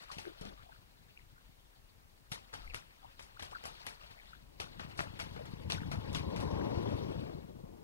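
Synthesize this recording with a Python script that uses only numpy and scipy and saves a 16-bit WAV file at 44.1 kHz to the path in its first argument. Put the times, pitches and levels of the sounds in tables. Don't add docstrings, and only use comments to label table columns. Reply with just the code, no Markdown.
import sys
import numpy as np
from scipy import signal
from scipy.fft import next_fast_len
from scipy.io import wavfile

SR = 44100
rng = np.random.default_rng(int(sys.argv[2]) if len(sys.argv) > 2 else 0)


def transcribe(signal):
    frames = np.atleast_2d(signal).T
    limited = np.clip(frames, -1, 1)
    pcm = np.round(limited * 32767).astype(np.int16)
    wavfile.write(sys.argv[1], SR, pcm)


N = 345514

# (at 8 kHz and up, re spray)
WING_SLAPS = [(0.118, -47, 3980, -47, 1), (0.1858, -35, 2670, -44.5, -2), (0.254, -42, 1550, -63, -15),
              (0.414, -60, 450, -45, -7), (0.455, -54, 493, -44.5, -18), (2.3195, -39, 2670, -38, -0.5),
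              (2.531, -47, 1840, -49.5, -10), (2.5396, -36.5, 1740, -44, -6),
              (2.738, -46, 1510, -53.5, -19), (2.7459, -29.5, 2120, -42.5, 1.5),
              (3.1953, -43, 1860, -48, -5), (3.227, -60, 4000, -66, 12), (3.397, -44, 2650, -45.5, -7),
              (3.426, -40, 2670, -44.5, -2), (3.515, -67.5, 1100, -52, -6), (3.641, -60, 2490, -46, -11),
              (3.656, -40.3, 1110, -44.5, 2), (3.8682, -38.5, 2150, -41.5, 0),
              (4.112, -55, 2090, -53.5, -8), (4.602, -36, 2710, -37.5, -5),
              (4.797, -41, 1440, -40.5, -12.5), (4.978, -60, 4000, -47.5, -1),
              (4.9926, -24.5, 1363, -35.5, -19), (5.006, -26, 1540, -56, 7), (5.023, -48, 1500, -71, -27),
              (5.194, -39, 1500, -45.5, -4), (5.201, -35, 2350, -39.5, -6), (5.213, -37.5, 1940, -83, -8),
              (5.3642, -51, 1490, -45.5, -20), (5.458, -70, 2000, -52.5, -4), (5.702, -31, 2520, -34, -5),
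              (5.722, -21.5, 4420, -42.5, -6), (5.9175, -41, 1430, -37.5, -8),
              (6.132, -60, 5970, -47.5, -2.5), (6.15, -40, 2630, -35.5, -6.5),
              (6.364, -63, 2000, -42, -5.5), (6.404, -58, 1500, -44, -4.5), (6.89, -55, 1500, -55, -13)]
# frequency_hz, density_db (per Hz)
SPRAY_COLOUR = [(70, 10.5), (250, 1), (700, 1.5), (2000, -5), (4200, -2.5), (5250, -2.5), (6600, -10.5),
                (12500, -11), (13800, -26)]
# start_s, level_db, first_pitch_hz, last_pitch_hz, length_s
AIR_PLOPS = [(0.091, -59, 1080, 1260, 0.0092), (0.242, -55, 384, 385, 0.028),
             (0.569, -66, 1160, 1230, 0.023), (0.655, -64, 660, 790, 0.026),
             (0.713, -65, 1580, 1450, 0.024), (1.168, -65, 2370, 2420, 0.0095),
             (1.358, -68, 1360, 1430, 0.016), (2.674, -54.5, 2070, 2300, 0.0072),
             (3.021, -63.5, 743, 866, 0.036), (3.363, -60, 1020, 1420, 0.011),
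             (3.52, -49.5, 630, 1580, 0.027), (4.176, -65, 1950, 2030, 0.012),
             (4.321, -64.5, 1500, 1520, 0.018), (5.357, -53, 410, 520, 0.029),
             (5.597, -57, 540, 480, 0.034), (5.771, -55, 1450, 1550, 0.024),
             (6.568, -51, 1610, 1500, 0.011)]
# time_s, level_db
CHURN_CURVE = [(0.0, -64), (0.37, -66), (0.8, -76.5), (2.3, -80.5), (2.42, -73.5), (2.7, -67),
               (2.85, -72.5), (3.27, -73), (3.58, -67.5), (3.92, -63.5), (3.99, -69.5), (4.05, -64),
               (4.16, -70.5), (4.34, -68), (4.45, -80.5), (4.6, -73), (4.82, -65.5), (5.06, -65),
               (5.69, -70), (5.89, -64), (7.04, -64), (7.24, -67), (7.44, -76.5), (7.83, -100)]
# frequency_hz, relative_density_db (per Hz)
WATER_COLOUR = [(150, 1), (400, 3), (800, 9), (2000, 5), (4200, 3), (5250, -6.5), (6600, -17), (13500, -19)]
# frequency_hz, relative_density_db (per Hz)
RUMBLE_COLOUR = [(40, -5), (90, 10.5), (150, 4), (250, -6), (400, -30.5)]
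# frequency_hz, relative_density_db (per Hz)
RUSH_COLOUR = [(150, 1), (300, 1.5), (560, -4), (750, -14), (1050, -18.5), (1300, -25.5), (5250, -37.5),
               (6600, -81), (12000, -73)]
# start_s, level_db
LOW_THUMPS = [(0.168, -37.5), (0.412, -33), (0.454, -40), (2.318, -34), (4.848, -36.5), (5.008, -34.5),
              (5.486, -40), (5.535, -29.5), (5.818, -27.5), (5.865, -32.5), (6.102, -27.5), (6.888, -27),
              (7.349, -31.5), (7.638, -34.5)]
# time_s, rumble_level_db, rush_level_db, tyre_hum_level_db
PASSING_CURVE = [(4.2, -70, -90, -90), (4.55, -62, -69.5, -76), (5.17, -53.5, -65.5, -71.5),
                 (5.7, -48.5, -60, -63), (5.95, -44.5, -55, -58.5), (6.24, -41.5, -51.5, -55),
                 (6.6, -41, -42, -46.5), (6.85, -42, -43, -55), (7.06, -45.5, -47.5, -56),
                 (7.22, -47.5, -50, -66), (7.5, -55.5, -60, -75), (7.83, -63, -60.5, -72)]
# centre_s, level_db
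DEEP_SWELLS = [(0.5, -57), (2.69, -48.5), (3.5, -64)]
# frequency_hz, relative_density_db (per Hz)
HISS_COLOUR = [(200, 4), (600, 2), (1500, -3.5), (4000, -6.5), (6500, -8.5), (15700, -11)]

SPRAY_T60_S = 0.24
SPRAY_LEAD_S = 0.0021
BODY_DB, BODY_OCTAVES = 4.5, 1
SWISH_DB, SWISH_T60_S = -21, 0.06
SMACK_TOP_HZ, SMACK_CYCLES = 6000, 5.7
FROTH_DB, FROTH_S = -11, 0.08
GURGLE_DB, GURGLE_S = -18, 0.05
GURGLE_OCTAVES = 0.25
WIDE_TREBLE_HZ = 2430
SHARED_TREBLE_HZ, SHARED_TREBLE_DB = 6820, 7.5
DEEP_DB, DEEP_FOLLOWS = -65.5, 0.18
SWELL_S = 0.063
LUMPS_DB, LUMPS_HZ = 1.2, 22
TYRE_HZ, TYRE_WIDTH_HZ = 955, 266
TURN_HZ, RIGHT_SHARE = 133, 0.47
HISS_DB, TOP_HISS_DB = -69.5, -72.5
WHISTLE_HZ, WHISTLE_DB = 15734, -87.5
CUTOFF_HZ = 16000


def slap_spray():
    before_s = 0.03
    t = np.arange(-before_s, 0.4, 1 / SR)
    swish = from_db(SWISH_DB + 60 * t / SWISH_T60_S)
    out = np.zeros(N)
    for hz, drops in bands(droplets(26000, spread_db=0.5), 70, 14000):
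        level = np.zeros(N)
        splash = from_db(-60 * t / (0.00037 + 10 / hz))
        spray_t60_s = SPRAY_T60_S * (hz / 3000) ** -0.2
        spray = from_db(-3.5 - 60 * t / spray_t60_s)
        burst = np.where(t < 0, swish, splash + spray)
        for s, _, body_hz, spray_db, mist_db in WING_SLAPS:
            body_db = BODY_DB * np.exp(-(np.log2(hz / body_hz) / BODY_OCTAVES) ** 2)
            mist = at_hz([(3000, 0), (8000, mist_db)], hz)
            add(level, s - SPRAY_LEAD_S - before_s, from_db(spray_db + body_db + mist) * burst)
        flicker_db = 0.92 * drift(44.0)
        out += level * drops * from_db(at_hz(SPRAY_COLOUR, hz) + flicker_db)
    return out * from_db(-2.0)


def slap_smacks():
    out, t = np.zeros(N), np.arange(SR // 100) / SR
    signs = rng.choice([-1, 1], len(WING_SLAPS))
    for (s, level_db, hz, *_), sign in zip(WING_SLAPS, signs):
        fade = from_db(level_db - 60 * t * hz / SMACK_CYCLES)
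        pop = sign * fade * np.sin(2 * np.pi * hz * t)
        add(out, s - 0.25 / hz, pop)
    return signal.sosfilt(signal.butter(4, SMACK_TOP_HZ, "low", fs=SR, output="sos"), out)


def slap_froth():
    out = np.zeros(N)
    for (s, _, body_hz, spray_db, _), chance in zip(WING_SLAPS, rng.random((len(WING_SLAPS), 12, 2))):
        for late, pitch in chance:
            hz = min(body_hz, 2000) * 2 ** (0.5 - 2 * pitch)
            level = from_db(spray_db + FROTH_DB * (1 + late))
            add(out, s + FROTH_S * late ** 2, level * plop(hz, hz * 1.15, 8 / hz))
    return out


def stirred_water(churn_db):
    wash = coloured(droplets(5000, spread_db=0.0), WATER_COLOUR, together_db=1.5, patchy_db=2.5, rate_hz=18.5)
    small = small_bubbles()
    return from_db(churn_db) * (wash + from_db(-10.0) * small) + air_plops()


def small_bubbles():
    out = np.zeros(N)
    for when, pitch, size in rng.random((900, 3)):
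        hz = 450 * 6 ** pitch
        add(out, when * N / SR, from_db(22 * size) * plop(hz, hz * 1.09, 12 / hz))
    return rms_one(out)


def air_plops():
    out = np.zeros(N)
    for (s, level_db, *glide), chance in zip(AIR_PLOPS, rng.random((len(AIR_PLOPS), 6, 2))):
        _, last_hz, length_s = glide
        add(out, s, from_db(level_db) * plop(*glide))
        for late, pitch in chance:
            hz = last_hz * 2 ** (GURGLE_OCTAVES * (2 * pitch - 1))
            level = from_db(level_db + GURGLE_DB * (-0.5 + late))
            add(out, s + length_s / 2 + GURGLE_S * late, level * plop(hz, hz * 0.99, 10 / hz))
    return out * from_db(3 * drift(300))


def plop(first_hz, last_hz, length_s):
    share = np.linspace(0, 1, int(length_s * SR) + 2)
    turns = length_s * share * (first_hz + (last_hz - first_hz) * share / 2)
    return np.sin(2 * np.pi * turns) * np.sin(np.pi * share ** 0.88) ** 2


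def droplets(per_s, spread_db):
    size_db = spread_db * np.minimum(rng.exponential(1, (2, N)), 5)
    sizes = from_db(size_db) * rng.choice([-1, 1], (2, N))
    hits = rng.random((2, N)) < per_s / SR
    return rms_one(sizes * hits + 1e-9)


def wide_treble(x):
    late = np.pad(x, (SR // 2000, 0))[:N]
    treble = signal.sosfilt(signal.butter(1, WIDE_TREBLE_HZ, "high", fs=SR, output="sos"), late)
    return scattered(treble, 2) * from_db([[-1.0], [1.5]])


def shared_treble(x):
    edges_hz = [SHARED_TREBLE_HZ, 1.68 * SHARED_TREBLE_HZ]
    band = signal.butter(2, edges_hz, "band", fs=SR, output="sos")
    return scattered(signal.sosfilt(band, x), 1)


def passing_vehicle(rumble_db, rush_db, lumps):
    deep = from_db(deep_level(rumble_db)) * band_pass(rng.standard_normal(N), 21.6, 56)
    rumble = coloured(rng.standard_normal((2, N)), RUMBLE_COLOUR, together_db=3.5, patchy_db=0.85, rate_hz=35)
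    rush = coloured(rng.standard_normal((2, N)), RUSH_COLOUR, together_db=1.5, patchy_db=0.86, rate_hz=26)
    passing = lumps * (from_db(rumble_db) * rumble + from_db(rush_db) * rush)
    return deep + passing + low_thumps()


def deep_level(rumble_db):
    t = np.arange(N) / SR
    steady = from_db(DEEP_DB + DEEP_FOLLOWS * (rumble_db - rumble_db[0]))
    swells = sum(from_db(level_db) * np.exp(-((t - s) / SWELL_S) ** 2) for s, level_db in DEEP_SWELLS)
    return 20 * np.log10(steady + swells)


def low_thumps():
    out, t = np.zeros(N), np.arange(SR // 10) / SR
    rise = np.minimum(t / 0.0022, 1)
    for s, level_db in LOW_THUMPS:
        fade = from_db(level_db - 60 * t / 0.03)
        add(out, s, fade * np.sin(2 * np.pi * 150 * t) * rise)
    return out


def tyre_hum(hum_db, lumps):
    low_hz, high_hz = TYRE_HZ - TYRE_WIDTH_HZ / 2, TYRE_HZ + TYRE_WIDTH_HZ / 2
    hum = band_pass(rng.standard_normal(N), low_hz, high_hz)
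    return lumps * from_db(hum_db) * hum * [[1], [RIGHT_SHARE]]


def electronics():
    hiss = [coloured(rng.standard_normal((2, N)), HISS_COLOUR, together_db=0, patchy_db=0.3, rate_hz=10)
            for side in range(2)]
    top = signal.sosfilt(signal.butter(6, 15000, "high", fs=SR, output="sos"), rng.standard_normal(N))
    whistle = np.sin(2 * np.pi * WHISTLE_HZ * np.arange(N) / SR)
    return from_db(HISS_DB) * np.array(hiss) + from_db(TOP_HISS_DB) * top + from_db(WHISTLE_DB) * whistle


def two_channels(x, apart):
    w = 2 * np.pi * TURN_HZ
    shared = [1 - RIGHT_SHARE, (1 + RIGHT_SHARE) * w]
    left = signal.lfilter(*signal.bilinear([2, 2 * w], shared, SR), x)
    right = signal.lfilter(*signal.bilinear([-2 * RIGHT_SHARE, 2 * RIGHT_SHARE * w], shared, SR), x)
    return np.array([left, right]) + apart


def coloured(source, spectrum, together_db, patchy_db, rate_hz):
    shared_db = together_db * drift(rate_hz)
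    out = np.zeros(N)
    for hz, x in bands(source, spectrum[0][0], spectrum[-1][0]):
        out += x * from_db(at_hz(spectrum, hz) + shared_db + patchy_db * drift(rate_hz))
    return rms_one(out)


def bands(source, low_hz, high_hz):
    edges = 23 * 2 ** (np.arange(31) / 3)
    edges = edges[(edges > low_hz / 1.2) & (edges < high_hz * 1.2)]
    for k, (low, high) in enumerate(zip(edges, edges[1:])):
        sos = signal.butter(2, [low, high], "band", fs=SR, output="sos")
        yield np.sqrt(low * high), signal.sosfilt(sos, source[k % len(source)])


def scattered(x, count):
    whole = signal.hilbert(x, next_fast_len(N))[:N]
    return np.array([np.real(whole * np.exp(3j * drift(40))) for k in range(count)])


def drift(rate_hz):
    r = np.exp(-80 * np.pi * rate_hz / SR)
    noise = rng.standard_normal(N // 40 + 2002)
    slow = signal.lfilter([1], [1, -2 * r, r * r], noise)[2000:]
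    return np.interp(np.arange(N) / 40, np.arange(len(slow)), rms_one(slow))


def band_pass(x, low_hz, high_hz):
    return rms_one(signal.sosfilt(signal.butter(3, [low_hz, high_hz], "band", fs=SR, output="sos"), x))


def in_time(rows):
    s, *columns = np.transpose(rows)
    return [np.interp(np.arange(N) / SR, s, c) for c in columns]


def at_hz(points, hz):
    points = np.array(points)
    return np.interp(np.log(hz), np.log(points[:, 0]), points[:, 1])


def from_db(db):
    return 10 ** (np.asarray(db) / 20)


def rms_one(x):
    return x / np.sqrt(np.mean(x ** 2) + 1e-20)


def add(out, s, sound):
    i = int(s * SR)
    out[i:i + len(sound)] += sound[:max(N - i, 0)]


def scene():
    smacks = slap_smacks()
    soft_splash = slap_spray() + slap_froth() + stirred_water(*in_time(CHURN_CURVE))
    ducks = soft_splash + smacks
    rumble_db, rush_db, hum_db = in_time(PASSING_CURVE)
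    lumps = from_db(LUMPS_DB * drift(LUMPS_HZ))
    apart = from_db(2.0) * wide_treble(ducks) + tyre_hum(hum_db, lumps)
    apart = apart + from_db(SHARED_TREBLE_DB) * shared_treble(soft_splash)
    return two_channels(ducks + passing_vehicle(rumble_db, rush_db, lumps), apart) + electronics()


def record(dry):
    return signal.sosfilt(signal.cheby2(20, 50, CUTOFF_HZ, fs=SR, output="sos"), dry)


dry = scene()
out = record(dry)
transcribe(out)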